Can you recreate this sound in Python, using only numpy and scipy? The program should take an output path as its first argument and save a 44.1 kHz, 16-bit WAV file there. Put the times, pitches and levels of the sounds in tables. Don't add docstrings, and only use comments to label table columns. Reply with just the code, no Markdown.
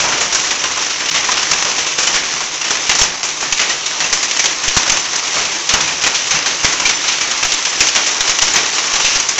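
import sys
import numpy as np
from scipy import signal
from scipy.fft import rfft, irfft, next_fast_len
from scipy.io import wavfile
from scipy.ndimage import uniform_filter1d, minimum_filter1d

SR = 44100
rng = np.random.default_rng(int(sys.argv[2]) if len(sys.argv) > 2 else 0)


def convert_level_to_amplitude(level_db):
    exponent = np.asarray(level_db, float) / 20
    return 10 ** exponent


def transcribe(u):
    v = np.clip(np.atleast_2d(u).T, -1, 1)
    q = np.round(v * 32767).astype(np.int16)
    wavfile.write(sys.argv[1], SR, q)


N = 414089
EDGE_HZ, TOP_HZ = 9660, 15850

# time_s, level_db
RAIN_LEVEL = [(0.0, -17.5), (0.91, -16.5), (1.49, -15.5), (2.67, -19), (2.88, -17.5), (3.08, -21),
              (3.22, -20), (3.9, -17.5), (4.76, -16.5), (5.23, -16.5), (5.65, -17.5), (7.0, -16.5),
              (9.05, -14.5), (9.39, -20)]
# freq_hz, density_db
RAIN_COLOUR = [(18, -39.5), (30, -26), (208, -21.5), (302, -8.5), (637, -10.5), (1090, -4.5), (1470, -6.5),
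               (2240, -3), (4730, -5.5), (5970, 1), (7370, -7), (7900, -3), (10300, -47), (17400, -120)]
# freq_hz, gain_db
CRACK_COLOUR = [(100, -10), (400, -3), (1000, 2), (2500, 4), (4600, -0.5), (6000, 5), (7300, -2), (8000, 1)]
# freq_hz, t60_s
YARD_T60 = [(300, 0.88), (1000, 0.53), (3000, 0.52), (7000, 0.32)]
# freq_hz, gain_db
BAND_EDGE = [(7200, -1), (7650, -7), (7960, -24.5), (8255, -21.5), (8290, -41.5), (9500, -67)]
# start_s, peak_db
SHEET_BOOMS = [
    (0.041, -35),
    (0.388, -36),
    (1.105, -35),
    (2.341, -38),
    (5.822, -30),
    (6.343, -28),
    (6.68, -36),
    (8.561, -32),
]
# start_s, peak_db, ring_hz
CLEAR_RINGS = [(0.356, -14, 1550), (1.086, -9, 2880), (2.069, -5, 7130), (2.893, -10, 2067),
               (2.951, -15, 7493), (2.989, -10, 6890), (3.011, -4, 5450), (3.03, -2, 6373),
               (3.035, -19, 7500), (3.522, -6, 6630), (4.04, -8, 2680), (4.918, -1.5, 6250),
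               (5.735, -8, 4420), (5.803, -11, 3445), (6.064, -9, 1920), (6.308, -3, 6320),
               (6.463, -20, 1560), (6.797, -13, 5600), (6.852, -3, 2350), (6.862, -19, 1450),
               (7.077, -9, 4100), (7.537, -8, 7200), (8.534, -4, 6804), (8.534, -12, 7360),
               (8.557, -1, 6230), (9.197, -6, 6540),
               (1.287, -11.5, 1010),
    (4.002, -16, 1910),
    (3.7, -10, 1900),
    (0.9, -25, 1400),
]
# start_s, peak_db
NEAR_TICKS = [(.6404, -13), (1.146, -12), (1.6254, -4), (1.9884, -1), (2.2372, -18), (2.339, -9),
              (3.2319, -5), (4.1754, -8), (4.69, -14), (4.8325, -5), (5.561, -13), (6.3705, -11),
              (6.6991, -10), (7.4512, -5), (7.7987, -8), (8.3895, -5.5), (8.4158, -7), (9.049, -8),
              (2.994, -10), (6.077, -1), (.0029, -4), (.52, -10), (1.3191, -7), (1.5859, -7), (1.6524, -9),
              (1.699, -10), (1.8678, -8.5), (2.0189, -7.5), (2.0338, -9), (2.7714, -9), (4.1392, -6),
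              (4.4055, -11), (4.6546, -12), (4.8796, -10), (5.3436, -10), (5.7525, -5), (6.344, -8),
              (6.9109, -7), (7.186, -10), (8.613, -9), (8.7834, -8), (9.0832, -9)]
# start_s, peak_db, ring_hz, echo_db
ROOF_HITS = [(.001, 0, 2360, 6.5), (.080, -3.5, 1380, 24), (.208, 4.5, 2900, -4.5), (0.774, 1.5, 1020, -16),
             (1.241, -8, 1780, 0), (1.287, -0.5, 1050, -6), (1.645, -2.5, 1870, 4.5),
             (2.159, 2.5, 2270, -17), (2.405, 1.5, 996, -6.5), (2.706, 6.5, 2880, -9.5),
             (3.032, 3, 4000, -5.5), (3.404, -4.5, 1820, 6), (3.615, 4.5, 2870, -9.5),
             (4.042, -1, 2800, -3.5), (4.441, 5, 2030, -8), (4.7657, 9, 1020, -10.5),
             (4.877, 0, 3800, -13.5), (4.920, -2, 2920, 3), (5.133, 1, 1780, -12.5), (5.343, -3, 2870, 5),
             (5.379, -5.5, 2000, 10), (5.738, 9.5, 2950, -12.5), (6.065, 6.5, 1860, -13),
             (6.630, -2, 2270, 3.5), (6.725, 3, 1950, -6), (6.799, 3, 970, -21), (8.479, 4, 2960, -10.5),
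             (8.538, 2.5, 1450, -3.5), (8.999, 5.5, 2780, -9.5), (9.381, 5, 2190, -2.5)]
# start_s, peak_db, ring_hz, echo_db
TILE_HITS = [(.507, 3, 1950, -10), (1.088, 2, 2900, -5), (1.317, 2.5, 2720, -13), (2.868, -1.5, 2930, -8),
             (2.894, 10.5, 2850, -16), (3.525, 7.5, 2720, -15.5), (3.574, 1.5, 2360, -6.5),
             (3.860, 2, 3770, -7.5), (4.295, -5, 3250, -7), (4.311, 2.5, 3500, -10.5),
             (4.457, 8, 3400, -15), (4.68, 5, 3020, -9.5), (4.897, 10, 2750, -21), (5.452, 1.5, 2340, -12),
             (5.691, 6.5, 4270, -8), (6.145, 2.5, 4350, -2), (6.853, 3.5, 2400, 0), (7.081, 3.5, 4040, -7),
             (7.451, 4, 3000, -12.5), (7.52, 5, 3040, -12), (7.539, -1, 3400, -8.5),
             (7.651, 3.5, 2410, -8.5), (7.886, 4, 2920, -25), (8.207, 7.5, 3600, -14.5),
             (8.3873, 4.5, 2920, -24), (8.691, -2.5, 2020, -8.5), (9.046, 3.5, 2780, 0),
             (1.586, -12, 2730, -19), (.124, -2, 2120, -6), (7.12, 1, 2620, -6.5)]
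# start_s, peak_db, ring_hz, echo_db
CONCRETE_HITS = [(.325, 5.5, 3430, -6), (.348, 8, 960, -9), (0.471, -0.5, 2580, -15),
                 (1.5136, 10, 2850, -16), (1.626, 2, 2340, -17), (1.865, 0.5, 2680, -2),
                 (1.981, 5, 2500, -0.5), (2.031, 1, 2960, -1), (2.320, -6, 1630, -5),
                 (2.951, 6.5, 3060, -9.5), (2.986, 6, 4100, -2), (3.014, 3, 3400, -5), (3.231, -1, 2450, 5),
                 (4.127, 8.5, 2020, -8.5), (4.229, 6.5, 2460, -9), (4.365, 3, 3020, -9.5),
                 (4.394, 9, 2300, -13), (4.773, 9, 4400, -23), (5.158, 4.5, 2980, -20),
                 (5.806, 3, 2500, -4), (7.805, 13, 2570, -8), (7.868, 5.5, 2500, -9),
                 (7.950, 7.5, 2490, -23), (8.063, 3.5, 2790, -1), (8.295, 8, 3980, -10),
                 (8.4192, 10.5, 3030, -8.5), (9.149, 2, 4070, -8.5), (9.157, 4.5, 2830, -8),
                 (9.200, 7, 2170, -12.5), (9.288, 7.5, 2670, -8.5)]
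# start_s, peak_db, ring_hz, echo_db
PUDDLE_HITS = [(.639, 5, 2830, -15.5), (.822, -0.5, 2640, -9), (1.144, 1.5, 1080, 1),
               (1.163, -11, 1270, -3.5), (1.370, 1, 2860, -4.5), (1.429, 1.5, 1170, -13),
               (1.782, 1.5, 2960, -5.5), (2.072, 6, 2970, -11), (2.139, 0, 2270, 7),
               (2.233, -2.5, 3300, -4), (2.642, -3.5, 3000, 1.5), (2.753, 1, 1760, -13),
               (2.914, 5.5, 2440, -11), (3.594, 3.5, 2040, -4), (3.693, -1.5, 3000, 1.5),
               (4.003, 4, 1980, -7), (5.874, -2, 2400, 3), (6.038, 6.5, 2500, -8.5), (6.308, 3, 2270, -2),
               (6.345, 0.5, 2700, -3), (6.459, 3.5, 4300, -3.5), (6.645, 7, 1960, -7.5),
               (6.894, 6.5, 2190, -11.5), (7.04, -1, 2900, -1), (7.210, 3.5, 2970, -7),
               (7.311, 1.5, 3410, -7.5), (7.428, 4.5, 2580, -10), (7.959, 7.5, 3280, -7.5),
               (8.558, 8, 2400, -8), (8.937, 3.5, 2970, -8.5)]
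# start_s, peak_db, ring_hz, echo_db
PAVING_HITS = [(0.168, -9, 2070, -8), (0.18, -1, 2840, -11), (0.394, -2.5, 2800, -8),
               (0.438, -0.5, 1810, -3.5), (0.713, -2, 2110, -6.5), (0.86, -2.5, 2280, -9.5),
               (0.897, -4.5, 3620, -1.5), (1.005, -3, 2220, -17), (1.058, -2.5, 3270, -8),
               (1.124, -12.5, 3620, 2), (1.243, 0.5, 1840, -7.5), (1.318, -4, 1770, -8),
               (1.533, 4.5, 2710, -15), (1.583, -6, 2800, 0.5), (1.713, 2, 2450, -13),
               (2.129, 0, 2870, -10), (2.361, -2.5, 2970, -7.5), (2.374, -9.5, 2150, -10),
               (2.614, 2, 2740, -15.5), (2.681, -3, 2970, -4.5), (2.77, -7, 2330, -14),
               (3.014, 9, 3280, -21.5), (3.289, -1, 2760, -11), (3.906, -5, 2800, -3.5),
               (4.366, -7.5, 2970, -6.5), (4.635, 0, 3160, -4.5), (4.863, 1, 1210, -12.5),
               (4.879, -2.5, 3820, -2), (4.921, 0, 2710, -12.5), (4.971, 4.5, 3920, -20.5),
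               (5.05, -3, 4440, -6.5), (5.278, 0.5, 2850, -10), (5.411, -3, 2520, -1),
               (5.516, -5.5, 3060, 0.5), (5.848, -4.5, 3270, -11), (6.018, -1.5, 3140, -5),
               (6.27, -0.5, 2890, -6.5), (7.003, -5, 3530, -10), (7.184, -5, 3270, -16.5),
               (7.408, -5, 2900, -13), (7.727, -3.5, 4230, -3.5), (7.929, -8, 3060, -15),
               (8.276, 3.5, 3000, -9.5), (8.728, -3.5, 2400, -2), (8.783, -1, 2840, -5),
               (8.821, -9.5, 4090, -19.5), (8.957, 3.5, 4100, -10.5), (9.104, -2, 4220, -7),
               (9.159, -2.5, 2850, -8), (9.358, -3.5, 3010, -6)]
# start_s, peak_db, ring_hz, echo_db
HOLLOW_HITS = [(.040, -3, 990, -1.5), (.122, -5, 950, -5), (.508, -11, 910, -1), (.640, -9.5, 1050, 1.5),
               (.788, -11, 990, -10), (1.002, -9, 1300, -3), (1.159, -5.5, 1100, -12.5),
               (1.288, -6, 1020, -17), (1.322, -6.5, 1200, -6.5), (1.663, -9, 1000, -10),
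               (1.515, -7, 1140, -5), (2.099, -12, 1000, -9), (2.895, -3, 1010, -9), (3.426, -5, 900, -10),
               (6.817, -7, 1020, -5), (6.863, -9, 1000, -11), (7.665, -9.5, 1000, -6),
               (8.427, -6.5, 950, -10.5), (8.575, -4.5, 1900, -16), (5.361, -9, 706, -2),
               (5.742, -4, 1040, -1), (5.698, -10, 1500, 3)]
# bass_tilt_db, treble_tilt_db
SURFACE_TILTS = [
    (2.5, 5),
    (-13, 0),
    (-1, 7.5),
    (-2, 1),
    (-2, 2.5),
    (5.5, -4),
]
# centre_s, low_hz, high_hz, level_db
SIDE_BURSTS = [
    (2.823, 4550, 6400, -29),
    (3.705, 5500, 7100, -25),
    (5.005, 5460, 8100, -20),
    (6.956, 5500, 7700, -21),
    (7.699, 4900, 8900, -20),
    (8.744, 4722, 8250, -24),
]
# start_s, peak_db, smear_db (relative)
CUT_PEAKS = [(1.1009, -25.0, -48.0), (1.5159, -34.0, -39.0), (2.8977, -29.0, -36.0), (2.9164, -33.0, -34.0),
             (3.0159, -27.0, -25.0), (3.0359, -29.0, -26.0), (3.5254, -32.0, -45.0), (4.1332, -34.0, -35.0),
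             (4.4583, -31.0, -45.0), (4.6808, -35.0, -40.0), (4.7716, -27.0, -48.0), (4.7758, -28.0, -46.0),
             (4.9232, -29.0, -27.0), (5.6919, -37.0, -37.0), (5.7404, -25.0, -30.0), (6.0687, -27.0, -31.0),
             (6.3114, -36.0, -44.0), (6.6495, -32.0, -33.0), (6.8553, -34.0, -29.0), (7.4517, -24.0, -32.0),
             (7.8096, -27.0, -25.0), (8.2095, -26.0, -37.0), (8.2967, -30.0, -34.0), (8.3891, -26.0, -36.0),
             (8.4242, -33.0, -36.0), (8.5592, -25.0, -28.0), (8.5626, -25.0, -28.0), (8.5753, -36.0, -20.0),
             (9.0473, -34.0, -33.0), (9.16, -40.0, -26.0),
             (5.7452, -36, -18), (8.572, -38, -15), (8.9385, -44, -25), (9.2014, -40, -36),
                   (2.9915, -33, -42), (3.0225, -31, -40), (4.7672, -30, -45), (4.898, -42, -24),
                   (4.9205, -31, -45), (6.0405, -38, -36), (6.6455, -40, -45), (1.105, -33, -45),
                   (8.4195, -34, -45), (1.1167, -43, -45)]
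# from_s, floor_hz
CUT_FLOOR = [(0, 8600), (2.8, 9600), (3.0, 10200), (3.1, 8600), (4.8, 10300), (5.6, 8600), (6.05, 10600),
             (6.2, 9400), (7.4, 9500), (7.7, 10200), (8.1, 8800), (8.5, 10000), (8.9, 11200), (9.0, 11600),]
# start_s, peak_db
EDGE_SPILLS = [
    (.349, -32),
    (3.241, -37),
    (7.801, -40),
]
# start_s, size_db, direction_sign, recovery_ms
REST_JUMPS = [(0.349, -27, -1, 3.7), (1.5155, -29, -1, 8.5), (2.071, -30, -1, 2.6), (2.151, -29, -1, 14),
              (2.895, -18, -1, 1.9), (3.017, -13, 1, 5.5), (3.5256, -24, 1, 20), (4.126, -24, -1, 34),
              (4.6816, -16, -1, 24), (4.7712, -2, 1, 1), (4.898, -25, 1, 17.0), (4.9216, -21, -1, 18),
              (5.74, -9.5, 1, 2), (6.07, -38, -1, 11), (6.314, -29, -1, 8.9), (6.648, -6, 1, 1.3),
              (6.855, -26, -1, 20), (7.4507, -24, 1, 20), (7.5397, -31, -1, 24), (7.809, -18, 1, 2.9),
              (8.2075, -24, -1, 18), (8.295, -25, -1, 26), (8.426, -20, -1, 40), (8.5631, -29, -1, 3.5),
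              (8.938, -27, -1, 25), (9.047, -22, -1, 31), (9.16, -21.5, 1, 12)]
# centre_s, half_length_s, gain_db
LOST_BUFFER = (1.106, .0055, -13)


def evened(x):
    return x / np.sqrt(np.mean(x ** 2) + 1e-20)


def read(points, hz):
    f, value = np.transpose(points)
    return np.interp(np.log(hz + 1), np.log(f + 1), value)


def add(mix, s, sound):
    part = mix[max(round(s * SR), 0):][:len(sound)]
    part += sound[:len(part)]


def coloured(x, db_at):
    hz = abs(np.fft.fftfreq(4096, 1 / SR))
    log_gain = np.log(convert_level_to_amplitude(np.maximum(db_at(hz), -100)))
    taps = np.fft.ifft(np.exp(np.conj(signal.hilbert(log_gain)))).real[:2048]
    return signal.oaconvolve(x, taps)[:len(x)]


def limited(x):
    hz, db = np.transpose(BAND_EDGE)
    gain = convert_level_to_amplitude(np.interp(np.fft.rfftfreq(x.shape[-1], 1 / SR), hz, db))
    return irfft(rfft(x) * gain, x.shape[-1])


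def far_wash(patchy_db=1.5, flicker_db=-1.27):
    frames = N // 128 + 5
    real, imag, patches = rng.standard_normal((frames, 257, 3)).T
    patches = uniform_filter1d(patches, size=7, axis=0)
    patches = evened(uniform_filter1d(patches, size=20, axis=1))
    flicker = evened(uniform_filter1d(rng.standard_normal(frames), size=10))
    spectrum = (real + 1j * imag) * convert_level_to_amplitude(patchy_db * patches + flicker_db * flicker)
    return signal.istft(spectrum, nperseg=512, noverlap=384)[1][:N]


def near_drops(per_s=700, spread_db=5.0, tone_db=8.0, sharpness=6.6):
    hits = convert_level_to_amplitude(spread_db * np.minimum(rng.exponential(1, N), 2.6)) * (rng.random(N) < per_s / SR)
    place = rng.integers(0, 8, N)
    t = np.arange(1500) / SR
    decay = 2.1 * convert_level_to_amplitude(-60 * t / 0.0014) + convert_level_to_amplitude(-60 * t / 0.018) + 0.14 * convert_level_to_amplitude(-60 * t / 0.054)
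    splashes = rng.standard_normal((8, len(t))) * decay
    tone_hz = np.geomspace(1100, 7000, len(splashes))[:, None]
    detune = np.fft.rfftfreq(len(t), 1 / SR) / tone_hz - 1
    splashes = irfft(rfft(splashes) * (1 + convert_level_to_amplitude(tone_db) / (1 + 1j * detune * sharpness)), len(t))
    return sum(signal.oaconvolve(hits * (place == k), splash)[:N] for k, splash in enumerate(splashes))


def downpour(drops_db=-6.0, roar_db=-29, roar_follows=0.67):
    s, level_db = np.transpose(RAIN_LEVEL)
    mix = evened(far_wash()) + convert_level_to_amplitude(drops_db) * evened(near_drops())
    rain = evened(coloured(mix, lambda hz: read(RAIN_COLOUR, hz)))
    roar = signal.sosfilt(signal.butter(2, 1300, fs=SR, output="sos"), rain)
    level_db = np.interp(np.arange(N) / SR, s, level_db)
    roar_level_db = roar_db + roar_follows * (level_db + 14.0)
    return convert_level_to_amplitude(level_db - 1.5) * (rain - roar) + convert_level_to_amplitude(roar_level_db + 3.0) * evened(roar)


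def roofing(mode_hz=152.2, t60_s=0.18, rise_s=0.0024, patter_db=-50.5, trim_db=6.0):
    t = np.arange(SR // 2) / SR
    mode = np.sin(2 * np.pi * mode_hz * t) * convert_level_to_amplitude(-60 * t / t60_s) * (1 - np.exp(-t / rise_s))
    out = convert_level_to_amplitude(patter_db) * evened(signal.oaconvolve(rng.standard_normal(N), mode)[:N])
    for s, db in SHEET_BOOMS:
        add(out, s - .004, convert_level_to_amplitude(db + trim_db) * mode)
    return out


def rings(t60_s=0.037, shorter=0.25, rise_s=0.0025):
    out, t = np.zeros(N), np.arange(3000) / SR
    for s, db, hz in CLEAR_RINGS:
        mode_t60_s = t60_s * (2000 / hz) ** shorter
        fade = convert_level_to_amplitude(db - 60 * t / mode_t60_s) * (1 - np.exp(-t / rise_s))
        add(out, s + .001, 2 * fade * np.sin(2 * np.pi * hz * t))
    return out


def ticks(t60_s=0.018, rise_s=0.00043, trim_db=2.0):
    out, t = np.zeros(N), np.arange(800) / SR
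    envelope = convert_level_to_amplitude(-60 * t / t60_s) * (1 - np.exp(-t / rise_s))
    for (s, db), grit in zip(NEAR_TICKS, rng.choice([-1., 1.], (len(NEAR_TICKS), len(t)))):
        snap = coloured(grit * envelope, lambda hz: read(CRACK_COLOUR, hz))
        add(out, s - .001, convert_level_to_amplitude(db + trim_db) * snap / abs(snap).max())
    return out


def echoes(count, size=10240):
    hz, t, z = signal.stft(rng.standard_normal((count, size)), SR, nperseg=256)
    decay = convert_level_to_amplitude(-60 * t / read(YARD_T60, hz)[:, None])
    return signal.istft(z * decay, SR, nperseg=256)[1][:, :size]


def hail(snap_t60_s=0.017, rise_s=0.00031, ring_db=3.5, ring_t60_s=0.022, gap_s=0.0034, repeat_db=-5.0,
         trim_db=-15.0):
    surfaces = (ROOF_HITS, TILE_HITS, CONCRETE_HITS, PUDDLE_HITS, PAVING_HITS, HOLLOW_HITS)
    stones = [(*row, *tilts) for table, tilts in zip(surfaces, SURFACE_TILTS) for row in table]
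    out, tails = np.zeros(N), echoes(count=64)[np.arange(len(stones)) % 64]
    t = np.arange(tails.shape[1]) / SR
    hz = np.fft.rfftfreq(len(t), 1 / SR)
    grits, delays = rng.choice([-1., 1.], tails.shape), rng.random((len(stones), 4))
    bass = 1 / (1 + (hz / 1800) ** 4)
    treble = 1 / (1 + (4500 / (hz + 1)) ** 8)
    attack = 1 - np.exp(-t / rise_s)
    for (s, peak_db, ring_hz, echo_db, bass_db, treble_db), grit, tail, delay in zip(
            stones, grits, tails, delays):
        late_s = .0022 * (delay + np.arange(4) + .6)[:, None]
        since_s = t - late_s
        repeats = (since_s > 0) * convert_level_to_amplitude(repeat_db - 800 * late_s - 60 * abs(since_s) / snap_t60_s)
        crack = grit * (convert_level_to_amplitude(-60 * t / snap_t60_s) + repeats.sum(axis=0))
        echo = convert_level_to_amplitude(echo_db) * tail * (1 - np.exp(-(t / gap_s) ** 2))
        tilt = convert_level_to_amplitude(bass * bass_db + treble * treble_db)
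        detune = 2j * np.pi * (hz - ring_hz) * ring_t60_s / np.log(1000)
        body = 1 + convert_level_to_amplitude(ring_db) / (1 + detune)
        spectrum = (rfft(crack) * body + rfft(echo) * np.sqrt(abs(body))) * tilt
        sound = irfft(spectrum, len(t)) * attack
        sound /= np.sqrt(np.mean(sound[:260] ** 2))
        add(out, s - .0003, convert_level_to_amplitude(peak_db + trim_db) * sound)
    click = np.r_[1., np.zeros(2047)]
    colour = coloured(click, lambda hz: read(CRACK_COLOUR, hz) - 40 * (hz > EDGE_HZ))
    return signal.oaconvolve(out, colour / np.linalg.norm(colour))[:N] * 1.17


def scene():
    return np.tile(downpour() + roofing() + rings() + ticks() + hail(), (2, 1))


def side_bursts():
    out, size = np.zeros(N), 2048
    hz = np.fft.rfftfreq(size, 1 / SR)
    for (s, low_hz, high_hz, db), noise in zip(SIDE_BURSTS, rng.standard_normal((len(SIDE_BURSTS), size))):
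        band = irfft(rfft(noise) * (hz > low_hz) * (hz < high_hz))
        add(out, s - size / SR / 2, convert_level_to_amplitude(db) * limited(evened(band)) * np.hanning(size))
    return out


def splatter(uneven_db=3.0, gap_db=-28.0, spill_hz=9300.0, needle_db=13.5, haze_db=-5.5, haze_ms=17, late_ms=1):
    out, ms = np.zeros(N), np.arange(-2048, 2048) * 1000 / SR
    hz, cuts = np.fft.rfftfreq(len(ms), 1 / SR), CUT_PEAKS
    starts_s, floors_hz = np.transpose(CUT_FLOOR)
    bands = rng.standard_normal((len(cuts), 32))[:, (hz // 800).astype(int)]
    skirt = 1 / (1 + (hz / spill_hz) ** 24)
    needle = rfft(1. * (ms == 0))
    haze_shape = np.exp(-((ms - late_ms) / haze_ms) ** 4)
    for (s, db, smear_db), noise, band in zip(cuts, rng.standard_normal((len(cuts), len(ms))), bands):
        floor_hz = floors_hz[np.searchsorted(starts_s, s) - 1]
        kept = np.clip((hz - floor_hz) / 250 + .5, 0, 1) ** 2
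        haze = rfft(convert_level_to_amplitude(smear_db + haze_db) * noise * haze_shape) * kept * convert_level_to_amplitude(uneven_db * band)
        click = needle * np.maximum(kept, skirt + convert_level_to_amplitude(gap_db))
        add(out, s + ms[0] / 1000, convert_level_to_amplitude(db + needle_db) * irfft(haze + click))
    for s, db in EDGE_SPILLS:
        add(out, s + ms[0] / 1000, convert_level_to_amplitude(db + needle_db) * irfft(needle * skirt))
    return signal.sosfiltfilt(signal.butter(3, [8600, TOP_HZ], "band", fs=SR, output="sos"), out)


def jolts(rise_ms=0.14, rebound=0.45, slow_ms=53.0):
    out, ms = np.zeros(N), np.arange(SR // 3) * 1000 / SR
    for s, db, way, back_ms in REST_JUMPS:
        shape = np.exp(-ms / back_ms) - rebound * back_ms / slow_ms * np.exp(-ms / slow_ms)
        add(out, s - .001, np.sign(way) * convert_level_to_amplitude(db + 1.5) * shape * (1 - np.exp(-ms / rise_ms)))
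    return out


def roll_off(x):
    return signal.sosfilt(signal.butter(12, 15850, fs=SR, output="sos"), x)


def record(dry):
    padded = np.pad(dry[:1], [(0, 0), (0, next_fast_len(N) - N)])
    narrow = limited(padded)[:, :N]
    s, half_s, db = LOST_BUFFER
    narrow = narrow * convert_level_to_amplitude(db * np.exp(-((np.arange(N) / SR - s) / half_s) ** 4))
    rest = jolts()
    room_left = np.clip((.99 - np.sign(narrow) * rest) / (abs(narrow) + 1e-9), 0, 1)
    ceiling_gain = uniform_filter1d(minimum_filter1d(room_left, size=17), size=9)
    held = narrow * ceiling_gain + rest
    held = signal.sosfiltfilt(signal.cheby2(8, 60, EDGE_HZ + 1500, fs=SR, output="sos"), held)
    return roll_off(held + splatter() + side_bursts() * np.array([[1], [-1]]))


dry = scene()
out = record(dry)
transcribe(out)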